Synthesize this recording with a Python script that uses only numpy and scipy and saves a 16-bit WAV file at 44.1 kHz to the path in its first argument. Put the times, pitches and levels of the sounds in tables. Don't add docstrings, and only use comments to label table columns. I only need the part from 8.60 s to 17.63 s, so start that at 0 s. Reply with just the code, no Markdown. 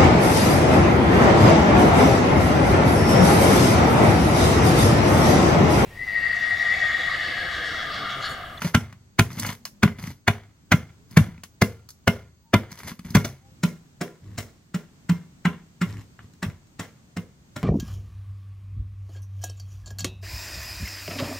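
import sys
import numpy as np
from scipy import signal
from scipy.fft import rfft, irfft
from scipy.io import wavfile
from scipy.ndimage import uniform_filter1d

SR = 44100
rng = np.random.default_rng(int(sys.argv[2]) if len(sys.argv) > 2 else 0)


def wav_record(signal):
    frames = np.transpose(np.atleast_2d(signal))
    bounded = np.clip(frames, -1, 1)
    quanta = np.round(bounded * 32767).astype(np.int16)
    wavfile.write(sys.argv[1], SR, quanta)


N = 398223

# (frequency [Hz], relative level [dB])
COUNTRY_COLOUR = [(12, 6.5), (30, 3.5), (87, -1), (145, 0), (229, -6), (489, -21), (1000, -25), (2160, -31),
                  (4370, -32.5), (8000, -31), (10400, -47), (14800, -37.5), (16000, -52.5)]
# (centre [Hz], distance to the 20 dB weaker edges [Hz], average level [dB])
INSECT_BANDS = [(4500, 600, -84), (6500, 450, -81)]
# (start [s], hold [s], rasp level [dB], rumble level [dB])
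DRAGS = [(0.018, 0.056, -40.5, -38), (0.699, .04, -53, -40.5), (0.786, .11, -37, -34),
         (1.392, 0.11, -48, -37), (2.523, 0.021, -55.5, -44.5), (4.111, 0.092, -52.5, -59.5),
         (4.239, 0.056, -42.5, -37), (4.452, 0.11, -53.5, -41.5), (4.666, 0.03005, -54, -40.5),
         (5.631, 0.17, -67.5, -43), (7.272, .12, -55.5, -39), (7.599, .05, -71.5, -51.5)]
# (frequency [Hz], relative level [dB])
RASP_COLOUR = [(210, -43.5), (350, -23.5), (1010, -1), (1260, -7), (2030, -1), (2600, -7), (5310, -11),
               (10100, -14), (14800, -16.5), (16000, -41.5)]
# (time [s], grit peak [dB], dust peak [dB], low knock peak [dB])
CRUMBS = [(0.019, -20, -28.5, -29.5), (0.326, -37.5, -48.5, -43.5), (0.704, -34, -43, -33.5),
          (0.73, -52, -34.5, -34.5), (0.772, -37, -40.5, -26.5), (0.797, -46, -16.5, -32.5),
          (0.848, -21, -42, -31), (0.864, -43, -25, -30.5), (0.89, -23.5, -39, -28.5),
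          (0.928, -30.5, -34, -39.5), (1.053, -31, -21.5, -52), (1.277, -22.5, -56.5, -21.5),
          (1.386, -37, -46.5, -36.5), (1.426, -39, -36, -34.5), (1.474, -30.5, -36.5, -26.5),
          (2.511, -62, -41, -40.5), (2.779, -44, -55.5, -40), (2.835, -34.5, -30, -45.5),
          (3.289, -47, -36.5, -61), (3.305, -53.5, -32.5, -63.5), (4.117, -44, -34, -37),
          (4.189, -52, -32.5, -54.5), (4.316, -34.5, -50.5, -29), (4.392, -35.5, -40.5, -31.5),
          (4.448, -44, -59.5, -29), (4.487, -43.5, -60, -40), (4.505, -47, -33, -29),
          (7.379, -61, -58, -41.5), (7.591, -36.5, -65, -50), (7.736, -58, -48.5, -47.5),
          (8.07, -65, -57, -56)]
# (time [s], crunch peak [dB], slab thump peak [dB], pot bottom peak [dB], pot bottom pitch [Hz],
# side wall peak [dB], crush time scale [ms], time the pot stays pressed down [ms],
# treble of the grit over the crunch [dB])
BLOW_LIST = [(0.045, -26, -47.5, -18.5, 171.5, -32, 13, 19, -3),
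             (0.147, -4, -9, -16, 211, -27.5, 4.3, 11, -9),
             (0.591, -3.5, -8.5, -22.5, 229, -12, 7.1, 13, -7),
             (1.231, -5, -11.5, -11.5, 206.5, -20.5, 7.5, 14, -9),
             (1.678, -4, -14, -25.5, 154.2, -14.5, 5.9, 12, -13.5),
             (2.118, -4.5, -13, -16.5, 186, -17.5, 8.8, 11, -11),
             (2.571, -3.5, -10, 1.5, 158.3, -19.5, 5, 8.6, -7),
             (3.018, -6.5, -9.5, -13, 196.5, -12.5, 6, 18, -7.5),
             (3.477, -5.5, -12.5, -17, 182.5, -8, 3.2, 23, -8.5),
             (3.938, -3.5, -11.5, -15, 199, -9.5, 5.4, 21, -12),
             (4.55, -6.5, -11.5, -5.5, 191.6, -23, 8.3, 13, -8.5),
             (4.568, -14.5, -11, -12.5, 148, -17.5, 3.4, 19, -9),
             (4.646, -24.5, -35.5, -45, 196, -27, 10.7, 18, 1),
             (5.034, -19, -45.5, -14, 174.9, -28, 6.3, 21, -2.5),
             (5.411, -23.5, -43.5, -23, 172.8, -24.5, 11, 12, -0.5),
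             (5.779, -29.5, -27, -43, 134.5, -31.5, 14, 32, 4.5),
             (6.144, -27.5, -49.5, -21, 180.9, -33.5, 8.9, 21, 1),
             (6.494, -21, -32.5, -13.5, 173.1, -40, 5.6, 32, -2),
             (6.852, -17, -43.5, -15, 180.6, -31, 10, 27, -10),
             (7.214, -18.5, -38.5, -18.5, 173.1, -32, 16, 32, -9.5),
             (7.827, -25, -36, -25, 188.3, -32, 8.7, 21, -1.5),
             (8.194, -30, -31, -32.5, 179, -34.5, 10, 18, 1.5),
             (8.567, -28.5, -32.5, -27, 182.3, -33.5, 8.7, 32, 1),
             (8.962, -31.5, -34.5, -38.5, 127, -31.5, 8, 37, 1)]
# (time [s], peak [dB], pitch [Hz])
REBOUND_LIST = [(0.172, -15, 149), (0.61, -9.5, 118.9), (1.254, -8, 156), (1.438, -25.5, 143),
                (1.698, -14.5, 124), (2.14, -5, 152.9), (2.591, -9.5, 172), (2.609, -9.5, 110),
                (3.956, -13, 106.6), (2.685, -25.5, 166.1), (4.578, -16, 157.7), (7.862, -22.5, 107.2),
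                (7.883, -25.5, 135.2)]
# (frequency [Hz], relative level [dB])
GRIT_COLOUR = [(300, -21), (700, -8.5), (1500, -0.5), (2400, -5.5), (3500, -14), (5000, -37)]
DUST_COLOUR = [(2500, -28), (4000, 3.5), (8000, 4), (12000, -3.5), (15800, -4.5)]
POWDER_COLOUR = [(350, -22.5), (700, -0.5), (1000, -5), (1400, -1.5), (2200, -2.5), (2600, -10), (3300, -9),
                 (5000, -30)]
# (frequency [Hz], relative level [dB], t60 [s])
SLAB_MODES = [(80, -6.5, 1), (104.4, 1.5, 0.52), (114, -0.5, .14), (131, -3.5, 0.63)]
BOTTOM_MODES = [(184, 0.8, 0.091)]
AIR_MODES = [(225, -4, 0.11), (253, -17, 0.17)]
WALL_MODES = [(1003.5, -2.5, 0.065), (1170, -12.5, 0.024), (1400, -1, .09), (1546, -4, 0.023),
              (1676, -8.5, 0.047), (1852, -2.5, 0.028), (2070, -7, 0.062), (2090, -2.5, 0.094),
              (2272, -12, 0.11), (2330, -7.5, 0.047), (2695, -11, 0.042)]
SIDE_WALL_MODES = [(405.4, -3.5, 0.067), (465, -10.5, 0.036), (607, 5.5, 0.029), (685.6, -12.5, 0.12)]
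# (level at a 0 dB crunch [dB], gain per dB of crunch [dB])
AIR_RULE = (-14.5, .6)
SETTLE_RULE = (-30, 0.45)
# (start [s], length [s], first pitch [Hz], last pitch [Hz], middle level [dB])
TONE_SLIDES = [(.93, .27, 262, 192, -56), (2.33, .16, 385, 455, -69), (3.83, .1, 880, 930, -69),
               (4.81, .09, 775, 795, -64), (4.83, .11, 527, 527, -67), (5.955, .04, 5650, 5880, -74)]
# (frequency [Hz], gain [dB])
FAR_POT_COLOUR = [(10, -2), (200, 0.8), (600, -0.5), (1000, 0.5), (1900, 0.5), (3000, 0.5), (8000, -2),
                  (12000, -7), (21000, 2)]
FAR_ECHO_COLOUR = [(10, -0.5), (90, 10), (180, 6.8), (400, 8.5), (1800, 9), (6000, 3.5), (21000, 8.5)]
# (frequency [Hz], gain [dB])
HOUSING_COLOUR = [(150, -28), (400, -10), (2000, -9), (5000, -5), (8000, 0), (16000, -3)]
# (band centre [Hz], t60 [s], echo level [dB])
PORCH_BANDS = [(59, 0.27, -4.5), (141, 0.36, -18.5), (452, 0.32, -5.5), (1100, 0.1, -12), (3310, 0.1, -8.5),
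               (5787, 0.23, -10), (11120, 0.21, -9)]

MOVE_S = 4.85
COUNTRY_DB, FAR_HISS_DB = -57.5, 3.5
PUSH_DB_PER_S, STOP_DB_PER_S = 899.5, 349.5
CRACKLE_PER_S, CRACKLE_DB = 76, -4.5
RISE_S, SETTLE_S = .0022, 0.4
SPILL_DB, SPILL_S = 2.5, .008
DUST_SETTLE, SIDE_SETTLE = .8, .3
WALL_DB = -7
BOTTOM_T60, REBOUND_T60, LOOSE_T60 = 0.52, 0.032, .3
BUILD_S, RELEASE_DB = 0.0023, -15.5


def undb(db):
    return 10 ** (np.asarray(db) / 20)


def unit(x):
    return x / np.sqrt(np.mean(x ** 2))


def peak(x, db):
    return x * undb(db) / np.max(np.abs(x))


def colour(x, points):
    hz, db = np.transpose(points)
    f = np.fft.rfftfreq(x.shape[-1], 1 / SR) + 1
    gain_db = np.interp(np.log(f), np.log(hz), db, left=-90, right=-90)
    return irfft(rfft(x) * undb(gain_db), x.shape[-1])


def grains(size, spread_db):
    noise = rng.standard_normal(size)
    jumps = np.repeat(rng.exponential(size=size // 8 + 1), 8)[:size]
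    return noise * undb(spread_db * jumps)


def fall(t, t60):
    return (t >= 0) * np.exp(-np.log(1000) * np.maximum(t, 0) / t60)


def ring(t, modes, stretch=1):
    out = 0
    for hz, db, t60 in modes:
        level_chance, pitch_chance = rng.standard_normal(2)
        wave = np.sin(2 * np.pi * hz * (1 + .015 * pitch_chance) * t)
        out = out + undb(db + 2.5 * level_chance) * wave * fall(t, t60 * stretch)
    return out


def walk(rate):
    k = int(SR / rate)
    steps = np.repeat(rng.standard_normal(N // k + 1), k)
    return unit(uniform_filter1d(uniform_filter1d(steps, k), k)[:N])


def add(out, x, s):
    i = int(s * SR)
    out[max(i, 0):i + len(x)] += x[max(-i, 0):N - i]


def law(rule, db):
    return rule[0] + rule[1] * db


def country():
    mid, side = colour(rng.standard_normal((2, N)), COUNTRY_COLOUR)
    side = colour(side, [(20, -29.5), (250, -7), (2000, 3.5), (20000, -3.0)])
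    far = np.arange(N) / SR > MOVE_S
    air_db = COUNTRY_DB + 1.2 * walk(4) + FAR_HISS_DB * far
    air = unit(mid + side * np.array([[1], [-1]])) * undb(air_db)
    for hz, width, db in INSECT_BANDS:
        band = colour(rng.standard_normal((2, N)), [(hz - width, -20), (hz, 0), (hz + width, -20)])
        air = air + unit(band) * undb(db + 1.5 * walk(3.8))
    return air


def drag():
    t = np.arange(N) / SR
    grit = grains(N, 2.8) * undb(3.5 * walk(90))
    wall = signal.fftconvolve(grit, ring(t[:SR // 4], SIDE_WALL_MODES + WALL_MODES, .45))[:N]
    rasp = unit(unit(colour(grit, RASP_COLOUR)) + 0.29 * unit(wall))
    hits = (rng.random(N) < CRACKLE_PER_S / SR) * undb(2.6 * rng.standard_normal(N))
    snaps = signal.fftconvolve(hits, fall(t[:SR // 50], 0.0037))[:N]
    rasp = rasp + undb(CRACKLE_DB) * unit(colour(snaps * rng.standard_normal(N), RASP_COLOUR))
    rubbing = grains(N, 3.9)
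    low_ring = ring(t[:SR // 4], SLAB_MODES + AIR_MODES + BOTTOM_MODES, 0.99)
    rumble = unit(signal.fftconvolve(rubbing, low_ring)[:N])
    out = np.zeros(N)
    for s, hold_s, rasp_db, rumble_db in DRAGS:
        before, after = np.maximum(s - t, 0), np.maximum(t - s - hold_s, 0)
        motion = undb(-PUSH_DB_PER_S * before - STOP_DB_PER_S * after)
        out += motion * (undb(rasp_db) * rasp + undb(rumble_db) * rumble)
    return out


def ticks():
    out, t = np.zeros(N), np.arange(SR // 4) / SR
    since = t - .005
    for s, grit_db, dust_db, knock_db in CRUMBS:
        cracks = grains(len(t), 3) * (fall(since, .012) + .3 * fall(since, .085))
        knock = ring(since, BOTTOM_MODES + AIR_MODES[:1])
        knock = np.convolve(knock, np.hanning(130))[:len(t)]
        add(out, peak(colour(cracks, GRIT_COLOUR), grit_db), s - .005)
        add(out, peak(colour(cracks, DUST_COLOUR), dust_db), s - .005)
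        add(out, peak(knock, knock_db), s - .005)
    return out


def crunch(since, crunch_db, side_db, crush_ms, dust_db):
    size, crush = len(since), max(crush_ms, 1) / 1000
    after = fall(np.maximum(since - 0.34 * crush, 0), 4.3 * crush)
    press = np.where(since < 0, np.exp(since / RISE_S), after)
    press = press + 0.99 * fall(since - .5 * crush, 0.003)
    settle = undb(law(SETTLE_RULE, crunch_db) - crunch_db) * fall(since, SETTLE_S)
    lump = int(SPILL_S * SR)
    lumps = np.repeat(rng.standard_normal(size // lump + 1), lump)[:size]
    settle = settle * undb(SPILL_DB * uniform_filter1d(lumps, lump // 2))
    rough = grains(size, 2.0)
    grit = colour(rough * press, GRIT_COLOUR) + colour(rough * settle, POWDER_COLOUR)
    dust = colour(rough * (press + DUST_SETTLE * settle), DUST_COLOUR)
    jolts = grains(size, 2.7)
    t = np.arange(size) / SR
    wall = signal.fftconvolve(jolts * (press + 1.1 * settle), ring(t, WALL_MODES))[:size]
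    side = signal.fftconvolve(jolts * (press + SIDE_SETTLE * settle), ring(t, SIDE_WALL_MODES))[:size]
    body = peak(peak(grit, 0) + peak(wall, WALL_DB), crunch_db)
    return body + peak(dust, crunch_db + dust_db) + peak(side, side_db)


def thump(landed, crunch_db, slab_db, bottom_db, bottom_hz, held_ms):
    build = 1 - np.exp(-np.maximum(landed, 0) / BUILD_S)
    let_go = landed - held_ms / 1000
    held = undb(RELEASE_DB * np.clip(let_go / .005, 0, 1))
    loose = fall(np.maximum(let_go, 0), LOOSE_T60)
    bottom = build * ring(landed, [(bottom_hz, 0, BOTTOM_T60)]) * held * loose
    slab = build * ring(landed, SLAB_MODES) * held
    air = build * ring(landed, AIR_MODES)
    return peak(slab, slab_db) + peak(bottom, bottom_db) + peak(air, law(AIR_RULE, crunch_db))


def blows():
    out, lead = np.zeros(N), .02
    since = np.arange(SR * 2 // 5) / SR - lead
    for s, crunch_db, slab_db, bottom_db, bottom_hz, side_db, crush_ms, held_ms, dust_db in BLOW_LIST:
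        blow = crunch(since, crunch_db, side_db, crush_ms, dust_db)
        blow = blow + thump(since + 0.0012, crunch_db, slab_db, bottom_db, bottom_hz, held_ms)
        add(out, blow, s - lead + 0.0013)
    return out


def rebounds():
    out, t = np.zeros(N), np.arange(SR * 2 // 5) / SR
    for s, db, hz in REBOUND_LIST:
        landing = ring(t, [(hz, 0, REBOUND_T60)]) * np.minimum(t / 0.0045, 1)
        add(out, peak(landing, db), s)
    return out


def glides():
    out, t = np.zeros(N), np.arange(N) / SR
    for s, length_s, first_hz, last_hz, db in TONE_SLIDES:
        done = np.clip((t - s) / length_s, 0, 1)
        hz = (first_hz + (last_hz - first_hz) * done) * (1 + .012 * walk(25))
        swell = np.sqrt(np.abs(np.sin(np.pi * done)))
        out += undb(db + 2.5 * walk(40)) * swell * np.sin(2 * np.pi * np.cumsum(hz) / SR)
    return out


def ports(x, lag, pan_db):
    turn = np.exp(-2j * np.pi * np.fft.rfftfreq(N) * lag)
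    smear = rng.standard_normal((2, 1300)) * fall(np.arange(1300) / SR, .015)
    smear = smear / np.linalg.norm(smear[0])
    scatter = signal.fftconvolve(colour(x, HOUSING_COLOUR)[None], smear, axes=1)[:, :N]
    left = x * undb(pan_db / 2)
    right = irfft(rfft(x) * turn, N) * undb(-pan_db / 2)
    return np.array([left, right]) + scatter


def porch(x):
    t, centres = np.arange(SR) / SR, [row[0] for row in PORCH_BANDS]
    tail = 0
    for k, (centre, t60, db) in enumerate(PORCH_BANDS):
        band = [(hz, 0 if hz == centre else -25) for hz in centres]
        if k == 0:
            band = [(47, 0.0017)] + band
        if centre == centres[-1]:
            band = band + [(16000, 0.00051)]
        mid, side = colour(rng.standard_normal((2, len(t))), band) * fall(t - .008, t60)
        apart = min(centre / 2500, 1)
        click = colour(signal.unit_impulse(len(t)), band)
        match = np.sqrt(np.mean(click ** 2) / np.mean(mid ** 2))
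        tail = tail + undb(db) * match * (mid + apart * side * np.array([[1], [-1]]))
    return signal.fftconvolve(x[None], tail, axes=1)[:, :N]


def scene():
    pot = blows() + rebounds() + ticks() + drag() + glides()
    far = np.arange(N) / SR > MOVE_S
    pot = np.where(far, colour(pot, FAR_POT_COLOUR), pot)
    direct = ports(pot * ~far, lag=2.4, pan_db=.5) + ports(pot * far, lag=.6, pan_db=.3)
    echo = porch(np.where(far, colour(pot, FAR_ECHO_COLOUR), pot))
    return direct + echo + country()


def record(dry):
    low_cut = signal.butter(2, 70, "high", fs=SR, output="sos")
    top_cut = signal.ellip(8, .2, 70, 16000, fs=SR, output="sos")
    thin = signal.sosfilt(low_cut, dry)
    rounded = np.tanh(1.265 * thin) / 0.97
    return signal.sosfilt(top_cut, rounded)


dry = scene()
out = record(dry)
wav_record(out)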